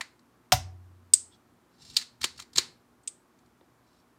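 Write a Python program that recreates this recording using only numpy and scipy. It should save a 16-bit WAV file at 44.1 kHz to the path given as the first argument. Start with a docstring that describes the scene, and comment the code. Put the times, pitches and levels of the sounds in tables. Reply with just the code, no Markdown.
"""Solder pump at a bench

A spring-loaded pump fires against a steel amplifier chassis, then is cocked and handled beside a bench.
Noise-driven modal bodies make the piston rattle, latch clicks and pings; dying sines boom the chassis and bench.
Dense small slips make the scrapes, with a noise puff and a sine squeak; a quiet hum and hiss run beneath.
The bench top and a small room throw the contacts back as early echoes and sparse dying taps."""
import sys
import numpy as np
from scipy import signal
from scipy.fft import rfft, irfft
from scipy.io import wavfile
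from scipy.ndimage import uniform_filter1d

SR = 44100
rng = np.random.default_rng(int(sys.argv[2]) if len(sys.argv) > 2 else 0)


def int16_out(signal):
    """Quantize to a 16-bit WAV file."""
    q = np.round(np.clip(np.atleast_2d(signal).T, -1, 1) * 32767)
    wavfile.write(sys.argv[1], SR, q.astype(np.int16))


N = 184646


def gain_of(db):
    """Decibels to gain."""
    return 10 ** (np.asarray(db) / 20)


def evened(x):
    """Scales to rms 1."""
    return x / np.sqrt(np.mean(x ** 2) + 1e-20)


def read(points, hz):
    """Reads a (Hz, value) table on a log frequency axis."""
    f, value = np.transpose(points)
    return np.interp(np.log(hz + 1), np.log(f + 1), value)


def add(mix, start_s, sound):
    """Mixes a sound in at a time."""
    part = mix[max(round(start_s * SR), 0):][:len(sound)]
    part += sound[:len(part)]


def ring(modes, seconds):
    """Dying sines that take about a cycle to build up; neighbours swing in opposite sense."""
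    hz, db, t60_s = np.transpose(modes)[:, :, None]
    t = np.arange(round(seconds * SR)) / SR
    sense = (-1) ** np.arange(len(modes))[:, None]
    envelope = gain_of(db - 60 * t / t60_s) * (1 - np.exp(-2.5 * hz * t))
    return (sense * envelope * np.sin(2 * np.pi * hz * t)).sum(0)


def tick(modes, extra_db=0., damping=0.88):
    """The causal answer of a small, well damped body to one sharp tap; it radiates little bass."""
    f = np.fft.rfftfreq(2048, 1 / SR)
    hz, width_hz, db = np.transpose(modes)[:, :, None]
    resonance = 1 / (1 + (2 * (f - hz) / width_hz / damping) ** 2) ** 2
    power = (gain_of(2 * (db + extra_db)) * resonance).sum(0)
    log_gain = np.log(power / (1 + (850 / (f + 1)) ** 4) + 1e-10) / 2
    # folding the cepstrum gives minimum phase
    cepstrum = irfft(log_gain)
    cepstrum[1:1024] *= 2
    cepstrum[1025:] = 0
    return irfft(np.exp(rfft(cepstrum)))[:1024]


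def strike(near, far, start_s, modes, peak_db, contact_ms, colour_db=0.):
    """A rough contact drives the body; the room, hearing it from all sides, gets a more even colour."""
    t = np.arange(800) / SR * 1000 / np.clip(contact_ms, .02, 6)
    contact = np.exp(-t) * rng.standard_normal(len(t)) * 0.84 * contact_ms
    contact[0] = .75  # first touch
    sound = signal.fftconvolve(tick(modes, colour_db), contact)
    sound *= gain_of(peak_db) / abs(sound).max()
    spread = tick(modes, colour_db, damping=1.8)
    add(near, start_s, sound)
    add(far, start_s, spread * np.linalg.norm(sound) / np.linalg.norm(spread))


# Hiss colour. Each row: frequency in Hz, relative level in dB.
HISS = [(15, -60), (25, -28.5), (48, -9), (180, -7.5), (206, -14), (229, -1), (263, -4), (326, -5.5),
        (545, -15.5), (591, -12.5), (1160, -12.5), (1560, -17), (2760, -25.5), (14800, -33.5),
        (16000, -42.5)]
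HISS_DB = -65.5
# Mains hum. Each row: frequency in Hz, level in dB rms about which it wavers.
HUM = [(60, -86.5), (120, -77.5), (180, -82.5), (241, -75.5), (360, -78.5), (470, -85)]


def background():
    """Room air and microphone hiss with drifting patches below 2 kHz, and a wavering mains hum."""
    frames, hz = N // 512 + 5, np.fft.rfftfreq(2048, 1 / SR)
    real, imaginary, patches = rng.standard_normal((frames, 1025, 3)).T
    patches = evened(uniform_filter1d(uniform_filter1d(patches, 16, 0), 10, 1))
    colour_db = read(HISS, hz)[:, None] + 0.43 * patches * (hz[:, None] < 2000)
    spectrum = (real + 1j * imaginary) * gain_of(colour_db)
    out = gain_of(HISS_DB) * evened(signal.istft(spectrum, nperseg=2048, noverlap=1536)[1][:N])
    t = np.arange(N) / SR
    for hum_hz, db in HUM:
        waver = evened(uniform_filter1d(uniform_filter1d(rng.standard_normal(N), 3000), 3000))
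        tone = np.sqrt(2) * np.sin(2 * np.pi * (hum_hz * t + rng.random()))
        out += gain_of(db + 2.5 * waver) * tone
    return out


# Latch body modes. Each row: frequency in Hz, width in Hz before damping, relative level in dB.
LATCH = [(1070, 1900, -15.5), (2078, 777, -9.5), (3225, 1200, -8), (4010, 507.6, 0.5), (4426, 450, 3),
         (5063, 640, -3), (5650, 460, -18), (7010, 1770, -12.5), (8630, 2000, -19.5), (11900, 2400, -24.5),
         (14740, 1800, -27)]
# Single handling clicks. Each row: start in seconds, peak in dB before the mix, low-mode boost in dB.
CLICKS = [(.0089, -19.5, 13), (.1918, -58, -2), (1.850, -42.5, 1), (1.8993, -37, -3.5), (1.9415, -42.5, 2),
          (1.9593, -32, 5), (1.9663, -3, -19), (1.9854, -27, -0.5), (1.9957, -30, 4), (2.0132, -30, 6),
          (2.0222, -31.5, 9), (2.379, -40.5, -2.5), (2.391, -35.5, 16), (2.3981, -27.5, 5.5),
          (2.421, -36.5, 9), (2.5322, -39.5, -2), (3.3882, -55, 12), (3.4596, -59, -2)]
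# Plunger pressed home. Each row: catch in seconds, reference level in dB, ride in ms.
LATCHINGS = [(2.2411, -7.5, 27.1), (2.581, -3, 22.7)]
# Parts of one latching. Each row: place in rides from the catch, level in dB re the latching,
# low-mode boost in dB.
STEPS = [(-0.99, -16.5, 3.5), (-0.38, -14, 4.5), (0, -1, 2.5), (0.45, -22, 8)]
CONTACT_MS, CONTACT_MS_PER_DB, LONGEST_MS = .25, 0.4, 1.5  # practically all clicks touch for about 1.5 ms
HIGH_DB, SOFTER_HIGH_DB_PER_DB = 5.5, 0.082  # high-mode boost, and its rise per dB lighter


def latch_clicks(near, far):
    """Contacts of about 1.5 ms ring the damped latch; lighter ones get more high-mode boost."""
    hz = np.transpose(LATCH)[:1].T
    steps = [(catch_s + place * ride_ms / 1000, db + step_db, low_db)
             for catch_s, db, ride_ms in LATCHINGS for place, step_db, low_db in STEPS]
    for start_s, peak_db, low_db in [*CLICKS, *steps]:
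        contact_ms = min(CONTACT_MS - CONTACT_MS_PER_DB * peak_db, LONGEST_MS)
        high_db = HIGH_DB - SOFTER_HIGH_DB_PER_DB * peak_db
        colour_db = low_db * (hz < 2600) + high_db * (hz > 5400)
        colour_db = colour_db - 2.9 * contact_ms * (hz > 10000)  # the contact is dull at the very top
        strike(near, far, start_s, LATCH, peak_db, contact_ms, colour_db)


# Barrel modes. Each row: frequency in Hz, width in Hz before damping, relative level in dB.
BARREL = [(790, 499.5, -16), (1380, 698.5, -11.5), (2180, 799, -11.5), (3150, 799, -7.5), (5015, 798, -2.5),
          (5740, 797.5, -2), (6790, 600.5, -7.5), (8250, 1199, -11.5), (11000, 2500, -23.5),
          (14600, 2503.5, -23.5)]
SNAP_S, SNAP_DB = .5214, 1.5  # piston hits its stop
TOUCH_MS, TOUCH_DB = 1.4, -28.5  # light touch just before
RATTLE_GAP_MS, RATTLE_DB, RATTLE_FADE_DB = 4., -14.5, -1.9  # mean gap; fade per bounce


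def piston(close, far, bounces=5):
    """First touch, main blow and uneven, weakening bounces of the piston ring the barrel."""
    k = np.arange(1, bounces + 1)
    bounce_s = SNAP_S + (k + rng.uniform(-.3, .3, bounces)) * RATTLE_GAP_MS / 1000
    bounce_db = RATTLE_DB + RATTLE_FADE_DB * k
    blows = [(SNAP_S - TOUCH_MS / 1000, TOUCH_DB), (SNAP_S, SNAP_DB), *zip(bounce_s, bounce_db)]
    for start_s, peak_db in blows:
        strike(close, far, start_s, BARREL, peak_db, contact_ms=.3)


PUFF_DB, PUFF_T60_S = -20.5, 0.11


def puff():
    """Air rushes in at the nozzle: dying band-passed noise."""
    out, t = np.zeros(N), np.arange(SR // 5) / SR
    band = signal.butter(1, [900., 9000.], "bandpass", fs=SR, output="sos")
    air = signal.sosfilt(band, rng.standard_normal(len(t)))
    add(out, SNAP_S, gain_of(PUFF_DB - 60 * t / PUFF_T60_S) * air)
    return out


# Steel chassis modes. 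Each row: frequency in Hz, relative level in dB, t60 in seconds.
CHASSIS = [(64, -14.5, 0.28), (90.2, -20.5, 1.4), (105, -7.5, 0.12), (127.2, -14, 0.31), (170, -11, 0.055),
           (251, -26.5, 0.16), (327.3, -30, 0.093), (592, -11, 0.091), (740, 1, 0.077), (772, -10, 0.15),
           (906.6, -11, 0.088), (990, -16.5, 0.12), (1144, -11, 0.07), (1428, -13, .06), (1560, -12, 0.042)]
KICK_MS, KICK_DB = .8, -13  # recoil reaches the chassis


def chassis_boom():
    """The pump tip kicks the steel chassis, whose modes boom on."""
    out = np.zeros(N)
    add(out, SNAP_S + KICK_MS / 1000, gain_of(KICK_DB) * ring(CHASSIS, 2))
    return out


# Modes of the pings. Each row: frequency in Hz, width in Hz before damping, relative level in dB.
PIN = [(2495, 900, -36), (3497, 740, -29), (4946, 960, -19.5), (6750, 1100, -17.5), (7580, 700, -14.5),
       (8120, 500, -3.5), (8610, 745, -11.5), (13400, 3400, -41)]
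# Two pings of a small steel part and, between them, a very faint, short high tick just before the last ping.
# Each row: start in seconds, peak in dB before the mix, contact in ms, low-mode boost in dB.
PINGS = [(1.136, -1, 1, -4), (3.0341, -55, 0.4, 2), (3.0752, -19.5, 1, 7)]


def pings(near, far):
    """Rough contacts ring high modes: two pings of a small steel part, and a very faint high tick."""
    low = np.transpose(PIN)[:1].T < 4000
    for start_s, peak_db, contact_ms, low_db in PINGS:
        strike(near, far, start_s, PIN, peak_db, contact_ms, low_db * low)


# Rod squeak. The row: start in seconds, centre frequency in Hz, level in dB, length in seconds.
SQUEAK = (1.3, 3380, -63, .06)


def squeak():
    """The rod squeaks in its guide: a short sine of unsteady pitch."""
    out = np.zeros(N)
    start_s, hz, db, length_s = SQUEAK
    count = round(length_s * SR)
    unsteady = 1 + .3 * uniform_filter1d(rng.standard_normal(count), 60)
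    tone = np.sin(2 * np.pi * np.cumsum(hz * unsteady) / SR)
    add(out, start_s, gain_of(db) * np.hanning(count) * tone)
    return out


# Bench modes. Each row: frequency in Hz, relative level in dB, t60 in seconds.
BENCH = [(81, -17, 0.08), (129.2, -18, 0.078), (225, -10, 0.038), (284, -11, 0.0393), (363, -5.5, 0.081),
         (525, -4, 0.034), (671, -11.5, 0.02), (936, -6.5, 0.027), (1890, -7, 0.0076), (3600, -6, 0.0054)]
# Plunger and fingers on the barrel. Each row: start in seconds, end in seconds, level in dB,
# swell in dB over the stroke.
SLIDES = [(1.3, 1.37, -68.5, -1), (1.69, 1.79, -78.5, 3.), (1.774, 1.965, -60.5, 5), (2.335, 2.44, -61, 5),
          (3.82, 4.025, -80.5, 4)]
SLIDE_RISE_S, SLIDE_FALL_S = .045, .02
LEAD_MS, LEAD_DB = 12., -42  # scrape leads into the ride and lasts to the catch


def scrapes():
    """Dense small slips of uneven size ring the latch and shake the bench."""
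    slips = gain_of(3.6 * np.minimum(rng.exponential(1, N), 5)) * (rng.random(N) < 3500 / SR)
    slips *= rng.standard_normal(N)
    colour_db = np.array([-8., -8., -1., 0., -2., 3., 8., 7., 0., -4., -8.])[:, None]  # per latch mode
    grit = evened(signal.oaconvolve(slips, tick(LATCH, colour_db, damping=1.9))[:N])
    grit += gain_of(-5.0) * evened(signal.oaconvolve(slips, ring(BENCH[:3], .1))[:N])
    t, level = np.arange(N) / SR, np.zeros(N)
    for start_s, end_s, db, swell_db in SLIDES:
        edges = np.clip(np.minimum((t - start_s) / SLIDE_RISE_S, (end_s - t) / SLIDE_FALL_S), 0, 1)
        stroke = np.clip((t - start_s) / (end_s - start_s), 0, 1)
        level += edges * gain_of(db + swell_db * stroke)
    for catch_s, db, ride_ms in LATCHINGS:
        lead = 1 + (t - catch_s + ride_ms / 1000) * 1000 / LEAD_MS
        level += gain_of(db + LEAD_DB) * np.clip(lead, 0, 1) ** 2 * (t < catch_s)
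    return grit * uniform_filter1d(level, 100)


# Lone bench knock. Each row: start in seconds, relative level in dB.
KNOCKS = [(3.611, -43)]
HAND_DB = -17.5  # hand knock re the latching


def bench_knocks():
    """The hand knocks the bench at each catch, and a lone knock follows; the bench modes ring briefly."""
    out = np.zeros(N)
    hand = [(catch_s, db + HAND_DB) for catch_s, db, ride_ms in LATCHINGS]
    for start_s, db in [*KNOCKS, *hand]:
        add(out, start_s, gain_of(db) * ring(BENCH, 0.13) / 2)
    return out


# Nearby surfaces. Each row: delay in ms, level in dB re direct.
ECHOES = [(1.1, -14.5), (2.2, 2.5), (2.9, -8), (4.6, -9), (8, -11), (15, -17)]
# Room decay. Each row: frequency in Hz, t60 in seconds.
ROOM = [(100, 1), (600, 0.5), (1500, 0.34), (3500, .27), (9000, .25), (15000, .15)]
ROOM_DB = -8.5
CLUTTER_DB, CLUTTER_T60_S = 1, 0.038  # scatter off things on the bench


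def room(near, far):
    """The bench top and near things echo first; sparse taps die away as clutter and, band by band, as room."""
    early, t = np.zeros(SR // 40), np.arange(SR // 2) / SR
    early[0] = 1
    for ms, db in ECHOES:
        early[round(ms * SR / 1000)] += gain_of(db)
    taps = np.zeros(SR // 2)
    at = np.arange(130, SR // 2 - 8, 8)
    taps[at + rng.integers(0, 8, len(at))] = rng.choice([-1., 1.], len(at))
    clutter = taps * gain_of(-60 * t / CLUTTER_T60_S)
    # reversed taps keep the room tail unlike the clutter
    hz, frame_s, spectrum = signal.stft(taps[::-1] * (t > .006), SR, nperseg=256)
    decay = gain_of(-60 * frame_s / read(ROOM, hz)[:, None])
    tail = signal.istft(spectrum * decay, SR, nperseg=256)[1][:SR // 2]
    late = gain_of(CLUTTER_DB) * clutter / np.linalg.norm(clutter)
    late += gain_of(ROOM_DB) * tail / np.linalg.norm(tail)
    return signal.oaconvolve(near, early)[:N] + signal.fftconvolve(far, late)[:N]


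def scene():
    """All contacts share the room; the background lies under them."""
    close, near, far = np.zeros((3, N))
    latch_clicks(near, far)
    piston(close, far)
    pings(near, far)
    slide = puff() + squeak() + scrapes()
    thud = chassis_boom() + bench_knocks()
    echoed = .55  # the snap is nearer the microphone, so less of it comes back off the bench
    wet = room(echoed * close + near + slide, far + slide + gain_of(-10) * thud)
    wet += (1 - echoed) * close
    return (gain_of(-4.0) * wet + thud + background())[None]


EDGE_HZ = 16000


def record(dry):
    """The microphone drops the deepest bass; a low-pass then sets the band limit."""
    dry = signal.sosfilt(signal.butter(3, 48., "highpass", fs=SR, output="sos"), dry)
    low_pass = signal.firwin(255, EDGE_HZ, window=("kaiser", 9), fs=SR)
    return signal.oaconvolve(dry, low_pass[None], "same")


dry = scene()
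out = record(dry)
int16_out(out)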